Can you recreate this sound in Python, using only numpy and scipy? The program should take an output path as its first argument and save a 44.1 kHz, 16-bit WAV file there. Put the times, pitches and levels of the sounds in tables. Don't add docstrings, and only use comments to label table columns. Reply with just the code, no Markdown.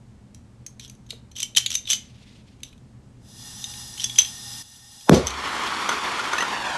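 import sys
import numpy as np
from scipy import signal
from scipy.fft import rfft, irfft
from scipy.io import wavfile

SR = 44100
rng = np.random.default_rng(int(sys.argv[2]) if len(sys.argv) > 2 else 0)


def gain_from_db(level_db):
    decades = np.asarray(level_db, float) / 20
    return 10 ** decades


def int16_out(signal):
    q = np.round(np.clip(np.atleast_2d(signal).T, -1, 1) * 32767)
    wavfile.write(sys.argv[1], SR, q.astype(np.int16))


N = 298557
TIME = np.arange(N) / SR

# pitch_hz, level_db [dB per Hz]
RUMBLE_SPECTRUM = [(12, -40), (20, -1.5), (91, -5), (122, 3.5), (148, -8.5), (216, -1.5), (381, -33.5),
                   (473, -29), (729, -44), (834, -29), (1250, -40.5), (1360, -40.5), (1780, -41),
                   (8310, -38), (12000, -56), (12800, -59), (16600, -94), (22000, -120)]
# pitch_hz, width_hz, level_db
HUM = [(120.9, 4.5, -53), (202, 20, -61), (237.6, 15, -65), (77, 13, -57)]
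# start_s, low_ring_db, free_pitch_hz [mode the grip leaves free], high_ring_db [re low ring]
FIDGETS = [(0.346, -57.5, 3200, 14), (0.6639, -41, 3980, 9), (0.7957, -23, 2320, -17),
           (0.839, -34, 4300, -12), (0.878, -48, 3630, 1), (0.8974, -48.5, 3650, 10.5),
           (1.1052, -16, 3750, -16), (2.6035, -42, 2580, -20), (2.6323, -30.5, 3750, -0.5),
           (2.7272, -33.5, 2560, -30), (2.7341, -57, 4300, -5), (2.7782, -50, 3660, -9.5),
           (1.064, -52, 3700, -6), (0.95, -55, 3760, -1)]
# [s, dB, Hz, dB]
SQUEEZES = [(1.3144, -37.5, 2820, -6), (1.3637, -25, 3050, -7.5), (1.3833, -24, 3450, -6.5),
            (1.4023, -23, 3750, 3), (1.4285, -20, 3050, 4), (1.549, -27.5, 3770, -13),
            (1.5634, -15.5, 3740, -7), (1.5695, -5, 3100, -1), (1.5802, -18, 3336, 6.5),
            (1.6614, -10.5, 3740, -10), (1.7035, -21.5, 2980, -1.5), (1.726, -24, 3600, -3.5),
            (1.742, -23.5, 2950, -1.5), (1.752, -16, 3740, 2.5), (1.8537, -33, 3690, -16.5),
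            (1.8741, -19, 3450, -14), (1.9004, -13.5, 3500, -0.5), (1.9078, -12, 3390, -3),
            (1.9153, -19.5, 3285, 2.5), (1.9306, -13, 3010, 2.5), (1.9534, -31, 3320, 2.5)]
# [s, dB, Hz, dB]
STRIKES = [(3.6408, -24.5, 3670, -5.5), (3.7372, -29, 3770, -9), (3.9772, -22, 3050, -13),
           (3.9965, -26, 3140, -8), (4.0408, -18, 3440, 5), (4.096, -22, 3600, -9),
           (4.1582, -23.5, 3290, -5), (4.1848, -6.5, 3203, -1), (4.216, -29.5, 3240, 7.5),
           (4.2474, -24.5, 3280, -10), (5.008, -39, 3200, -6), (5.1444, -27.5, 3240, 8),
           (5.2687, -27, 3070, 7.5), (5.3037, -22.5, 4000, -10)]
# pitch_hz, level_db, t60_s
STEEL_MODES = [(2546, -15, 0.03), (3156, -10, 0.12), (3370, -13, 0.17), (3740, -5.5, 0.036), (4140, -7, 0.1),
               (5010, -18, 0.15), (5900, -11.5, 0.15), (6350, -10, .06), (5970, -8, 0.13),
              (6295, -2.5, 0.12), (7020, -20.5, 0.069), (7140, -10, .05), (7210, -22.5, 0.075),
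              (10880, -16.5, 0.08)]
# pitch_hz, level_db [dB per Hz]
CRACK_SPECTRUM = [(290, -59), (500, -26.5), (1970, -22), (3770, 0), (4690, -18), (5910, 3.5), (8290, -29.5),
                  (12100, -23.5), (12800, -41), (16600, -78), (22000, -120)]
# start_s, length_s, level_db
SCRAPES = [(0.795, 0.066, -49), (1.09, .012, -49), (1.353, 0.091, -39.5), (1.56, 0.024, -21),
           (1.697, 0.05, -32.5), (1.86, 0.1, -41), (1.889, 0.057, -29.5), (2.635, 0.054, -54.5),
           (3.995, .045, -34.5), (4.18, 0.028, -23), (5.262, 0.022, -30)]
# pitch_hz, width_hz, level_db
FILE_RESONANCES = [(1055, 770, -18), (3190, 780, 0.5), (3750, 910, 0), (5300, 700, -7), (5900, 440, 1.5),
                   (7700, 510, -9.5), (10800, 3500, -16)]
# start_s, knock_db, pitch_hz, steel_db [re knock]
KNOCKS = [
    (1.129, -33, 445, -14),
    (5.89, -5, 1434, -11),
    (5.914, -14.5, 1423, -21),
    (6.193, -16, 1439, -16),
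    (6.332, -9.5, 1454, -17),
    (6.382, -9.5, 1820, -17),
    (6.405, -13, 1936, -10),
    (6.423, -10, 1400, -35),
]
# pitch_hz, level_db [dB per Hz]
JET_SPECTRUM = [(290, -51), (500, -30.5), (837, -13), (2550, -19), (3430, -7.5), (4440, -9), (5020, -10),
                (11000, -11.5), (12800, -12), (16600, -56), (22000, -120)]
# pitch_hz, width_hz, level_db [over the jet]
TUBE_RESONANCES = [(818, 55, 8), (1835, 29, 17), (2824, 30, 12), (3530, 200, 4), (4000, 110, -0.5),
                   (5090, 92, 15), (5900, 170, 12), (6660, 63, 6.5), (7750, 180, 7.5), (8940, 230, -1.5),
                   (9630, 180, 2.5)]
# pitch_hz, level_db [dB per Hz]
BOOM_SPECTRUM = [(24, -43), (40, -25), (158, 1.5), (263, -1.5), (343, 0.5), (480, -2), (742, -17.5),
                 (1770, -27.5), (4430, -27.5), (5910, -28), (6510, -31.5), (11900, -43), (12800, -53),
                 (16600, -83), (22000, -120)]
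# pitch_hz, t60_s
BOOM_T60 = [(60, 0.8), (130, 0.23), (400, 0.28), (1000, 0.42), (4000, 0.38), (12000, 0.28)]
# pitch_hz, level_db [dB per Hz]
ROAR_SPECTRUM = [(35, -64), (60, -19.5), (96, -26.5), (361, -9.5), (662, -11), (1080, -1.5), (1740, -5),
                 (2080, -8.5), (2910, -9), (3330, -9.5), (3810, -13), (5460, -15), (11200, -28.5),
                 (12800, -36), (16600, -78), (22000, -120)]
# time_s, echo_delay_ms, echo_share [0-1]
CARRY = [
    (5.2, .86, 0.57),
    (5.55, 0.976, 0.23),
    (5.9, 0.864, 0.24),
    (6.4, .93, 0.05),
    (6.47, 1.05, 0.23),
    (6.62, 1.11, 0.5),
    (6.77, 1.29, 0.66),
]

POP_S = 5.0942
SLEEVE_S = 2.2


def rms_one(x):
    return x / np.sqrt(np.mean(x ** 2) + 1e-20)


def in_time(rows):
    s, *columns = np.transpose(rows)
    return [np.interp(TIME, s, column) for column in columns]


def at_hz(points, hz):
    table_hz, value = np.transpose(points)
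    return np.interp(np.log(hz), np.log(table_hz), value)


def drift(rate_hz):
    r = np.exp(-80 * np.pi * rate_hz / SR)
    white = rng.standard_normal(N // 40 + 2002)
    slow = signal.lfilter([1], [1, -2 * r, r * r], white)[2000:]
    return np.interp(np.arange(N) / 40, np.arange(len(slow)), rms_one(slow - slow.mean()))


def ring(x, hz, t60_s):
    r, w = gain_from_db(-60 / (t60_s * SR)), 2 * np.pi * hz / SR
    return signal.lfilter([0, np.sin(w)], [1, -2 * r * np.cos(w), r * r], x + 1e-18)


def peak(x, hz, width_hz):
    r = np.exp(-np.pi * width_hz / SR)
    feedback = [1, -2 * r * np.cos(2 * np.pi * hz / SR), r * r]
    return signal.lfilter(np.array([1, 0, -1]) * (1 - r * r) / 2, feedback, x)


def bands(sources, gain_at):
    edges = 18 * 2 ** np.arange(0, 9.7, 1 / 3)
    out = 0
    for k, (low, high) in enumerate(zip(edges, edges[1:])):
        band = signal.butter(2, [low, high], "band", fs=SR, output="sos")
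        out = out + gain_at(np.sqrt(low * high)) * signal.sosfilt(band, sources[k % len(sources)])
    return out


def coloured(x, spectrum):
    hz = np.fft.rfftfreq(len(x), 1 / SR) + 1
    return irfft(rfft(x) * gain_from_db(at_hz(spectrum, hz)), len(x))


def bursts(times, length_ms, grit_db):
    t = np.arange(1800) / SR
    grit = rng.standard_normal((len(times), 2, len(t)))
    shape = t / length_ms * 1e3
    rows = grit[:, 0] * gain_from_db(grit_db * grit[:, 1]) * np.sqrt(shape) * np.exp(-shape)
    rows = rows / np.sqrt(np.sum(rows ** 2, axis=1, keepdims=True))
    starts = np.round(np.array(times) * SR).astype(int)
    return rows, np.minimum(starts[:, None] + np.arange(len(t)), N - 1)


def lay(rows, at, gains):
    return np.bincount(at.ravel(), (rows * gains[:, None]).ravel(), N)


def workshop():
    rumble = rms_one(coloured(rng.standard_normal(N), RUMBLE_SPECTRUM))
    out = gain_from_db(-51 + 0.8 * drift(2)) * rumble
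    white = rng.standard_normal(N)
    for hz, width_hz, level_db in HUM:
        out = out + gain_from_db(level_db) * rms_one(peak(white, hz, width_hz))
    return out


def steel_rings(contacts, rows, at):
    spring_hz = 6120
    held_t60, free_t60 = 0.14, 0.55
    _, low_db, free_hz, high_db = np.transpose(contacts)[:, :, None]
    hz, mode_db, t60 = np.transpose(STEEL_MODES)
    luck = rng.standard_normal((len(contacts), 2, len(hz)))
    near = np.exp(-((free_hz - hz) / 200) ** 2)
    off_spring = np.abs(hz - spring_hz)
    spring = off_spring == off_spring.min()
    hz = np.where(spring, spring_hz, hz)
    free = np.maximum(near, spring)
    favour_db = np.where(hz < 4500, 14.3 * near - 6, high_db + 2.5 - free)
    level_db = low_db + mode_db + 2.9 * luck[:, 0] + favour_db
    hz = hz * (1 + 0.02 * luck[:, 1] * (1 - free)) + 0.9 * near * (free_hz - hz)
    t60 = t60 * (held_t60 + (free_t60 - held_t60) * np.maximum(0.53 * near, spring))
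    t = np.arange(4000) / SR
    rings = 0
    for k in range(hz.shape[1]):
        decay = gain_from_db(level_db[:, k, None] - 60 * t / t60[:, k, None])
        rings = rings + decay * np.sin(2 * np.pi * hz[:, k, None] * t)
    rings = signal.fftconvolve(rows, rings, axes=1)
    ring_at = np.minimum(at[:, :1] + np.arange(rings.shape[1]), N - 1)
    return lay(rings, ring_at, np.ones(len(contacts)))


def lighter():
    contacts = FIDGETS + SQUEEZES + STRIKES
    s, low_db, _, high_db = np.transpose(contacts)
    rows, at = bursts(s, 2.23, grit_db=5)
    out = steel_rings(contacts, rows, at)
    crack_db = low_db + high_db + 13.5
    crack = lay(rows, at, gain_from_db(crack_db - 7.5))
    out = out + bands([crack], lambda hz: gain_from_db(at_hz(CRACK_SPECTRUM, hz)))
    loose = np.arange(len(s)) < len(FIDGETS)
    out = out + lay(*bursts(s, 0.97, grit_db=-0.5), gain_from_db(crack_db - 3 + 8.5 * loose))
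    thud = peak(lay(rows, at, gain_from_db(crack_db - 18.5)), 600, 900)
    high_pass = signal.butter(4, 2180, "high", fs=SR, output="sos")
    return signal.sosfilt(high_pass, out) + thud


def scrape():
    teeth_per_s, rise_s, fall_s = 2200, 0.0053, 0.0069
    stroke = 0
    for s, length_s, level_db in SCRAPES:
        rise = (TIME - s) / rise_s
        fall = (s + length_s - TIME) / fall_s + 1
        stroke = stroke + gain_from_db(level_db) * np.clip(np.minimum(rise, fall), 0, 1)
    catch_db = 3.2 * np.minimum(rng.exponential(1, N), 4)
    catches = (rng.random(N) < teeth_per_s / SR) * gain_from_db(catch_db) * rng.standard_normal(N)
    steel = 0
    for k, (hz, width_hz, level_db) in enumerate(FILE_RESONANCES):
        broad = peak(peak(catches, hz, width_hz), hz, 3 * width_hz)
        steel = steel + (-1) ** k * gain_from_db(level_db) * broad
    return stroke * gain_from_db(drift(60)) * rms_one(steel)


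def bench():
    out = np.zeros(N)
    rows, at = bursts([knock[0] for knock in KNOCKS], 3.0, grit_db=5.5)
    for k, (_, knock_db, hz, steel_db) in enumerate(KNOCKS):
        blow = lay(rows[k:k + 1], at[k:k + 1], gain_from_db([knock_db]))
        out += 0.75 * ring(blow, hz, 0.039)
        out += 0.48 * ring(blow, 1.45 * hz, 0.014)
        out += 0.42 * ring(blow, 2.3 * hz, 0.0048)
        out += gain_from_db(steel_db) * ring(blow, 6150, 0.055)
        out += 3.8 * peak(blow, 1.6 * hz, 1.77 * hz)
    return signal.sosfilt(signal.butter(2, 250, "high", fs=SR, output="sos"), out)


def room(x):
    t60_s, level_db = 0.28, -8.5
    t = np.arange(SR // 2) / SR
    tail = rng.standard_normal(len(t)) * gain_from_db(-60 * t / t60_s) * (1 - np.exp(-(t / 0.006) ** 2))
    dull = signal.lfilter([0.4], [1, -0.6], tail)
    tail = dull + (tail - dull) * gain_from_db(-40 * t / t60_s)
    return gain_from_db(level_db) * signal.fftconvolve(x, tail / np.sqrt(np.sum(tail ** 2)))[:N]


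def echoes(x):
    turn = TIME / 0.05
    out = 0
    for k in range(4):
        share = np.clip(1 - np.abs((turn - k + 2) % 4 - 2), 0, 1)
        out = out + room(x * share)
    return out


def sleeve():
    hz, width_hz = 2496, 2800
    cloth = peak(peak(rng.standard_normal(N), hz, width_hz), hz, 2 * width_hz)
    brush = np.exp(-((TIME - SLEEVE_S) / 0.35) ** 2)
    return gain_from_db(-58 + 2.9 * drift(14)) * brush * rms_one(cloth)


def gas_flow():
    valve_s, opens_s, gas_db, seep_db = 3.157, 0.28, -39, -87.5
    surge_s, surge_height_db, burnt_db_per_s = 5.1, 8, 130
    opened = 1 - np.exp(-(np.clip(TIME - valve_s, 0, 9) / opens_s) ** 2.4)
    surge_db = surge_height_db * np.clip((TIME - surge_s) / 0.1 + 0.5, 0, 1)
    seep = gain_from_db(seep_db) * np.clip(TIME - SLEEVE_S, 0, 1)
    burnt = gain_from_db(-burnt_db_per_s * np.clip(TIME - POP_S, 0, 9))
    return (seep + opened * gain_from_db(gas_db + surge_db)) * burnt


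def gas():
    jet = coloured(rng.standard_normal(N), JET_SPECTRUM)
    tube = jet
    for hz, width_hz, level_db in TUBE_RESONANCES:
        tube = tube + gain_from_db(level_db) * peak(jet, hz, width_hz)
    for _ in range(2):
        tube = tube - 0.93 * peak(tube, 8330, 350)
    return gas_flow() * gain_from_db(drift(5.8)) * rms_one(tube)


def pop():
    t = TIME - POP_S
    after = np.clip(t, 0, 1)
    tube_noise = rms_one(peak(peak(rng.standard_normal(N), 580, 480), 690, 900))
    howl = np.cos(2 * np.pi * (1000 * t + 9000 * t ** 2)) + 0.6 * tube_noise
    swell = 0.16 * np.exp(np.clip(t, -1, 0) / 0.0056) * (t < 0) * howl

    snap_s = 0.0015
    spit = rms_one(peak(rng.standard_normal(N), 3000, 4500))
    burst = 2 * after / snap_s * np.exp(-(after / snap_s) ** 2) + 0.12 * np.exp(-after / 0.0036)
    snap = gain_from_db(-10.5) * spit * (t > 0) * burst

    turns = 150 * after + 1.1 * (1 - np.exp(-after / 0.004)) + 1.9 * (1 - np.exp(-after / 0.00068))
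    sweep_shape = 1.2 * (1 - np.exp(-after / 0.00054)) * np.exp(-(after / 0.0077) ** 1.46)
    sweep = sweep_shape * np.sin(2 * np.pi * turns)

    late = np.clip(t - 0.008, 0, 9)

    def boom_gain(hz):
        rise_s = 0.0083 + 0.0055 * np.log2(1 + hz / 500)
        decay = gain_from_db(at_hz(BOOM_SPECTRUM, hz) - 60 * late / at_hz(BOOM_T60, hz))
        return decay * (1 - np.exp(-(late / rise_s) ** 2))

    boom = gain_from_db(14) * bands(rng.standard_normal((2, N)), boom_gain)
    room_mode = gain_from_db(-25 - 60 * late) * np.sin(2 * np.pi * 70 * late)
    return swell + snap + sweep + boom + room_mode


def flame():
    catch_s, rise_s = 5.12, 0.14
    delay_ms, share = in_time(CARRY)
    lit = np.clip(TIME - catch_s, 0, 9)
    roar_db = -22.5 - 8 * np.exp(-lit / 0.23) - 7 * np.clip(delay_ms - 1, 0, 1)
    bright_db = -2.5 + 8.5 * np.exp(-lit / 0.036) - 6.5 * np.clip(delay_ms - 0.95, 0, 0.15)
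    together, flutter = drift(2.9), drift(29)

    def roar_gain(hz):
        flicker_db = 0.33 * together + 1.06 * flutter + 0.75 * drift(20)
        return gain_from_db(at_hz(ROAR_SPECTRUM, hz) + bright_db * np.log2(hz / 1000) / 2 + flicker_db)

    roar = bands(rng.standard_normal((2, N)), roar_gain)
    echo = np.interp(TIME - delay_ms / 1e3, TIME, roar)
    catch = 1 - np.exp(-(lit / rise_s) ** 2)
    return gain_from_db(roar_db) * catch * rms_one(roar + share * echo)


def scene():
    hits = lighter() + scrape() + bench()
    gain = gain_from_db(-9 * np.clip((TIME - 4.624) / 0.0032, 0, 1))
    steady = gain * (gas() + sleeve() + workshop())
    return (hits + echoes(hits) + pop() + flame() + steady)[None]


def band_limit(x):
    return signal.sosfilt(signal.butter(12, 13380, fs=SR, output="sos"), x)


def record(dry):
    lifted = dry + 0.54 * peak(dry, 12000, 840)
    cut = signal.sosfilt(signal.butter(2, 32, "high", fs=SR, output="sos"), lifted)
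    cut = signal.sosfilt(signal.cheby2(12, 60, 13070, fs=SR, output="sos"), cut)
    mix = cut / (1 + cut ** 6) ** (1 / 6)
    return band_limit(mix)


dry = scene()
out = record(dry)
int16_out(out)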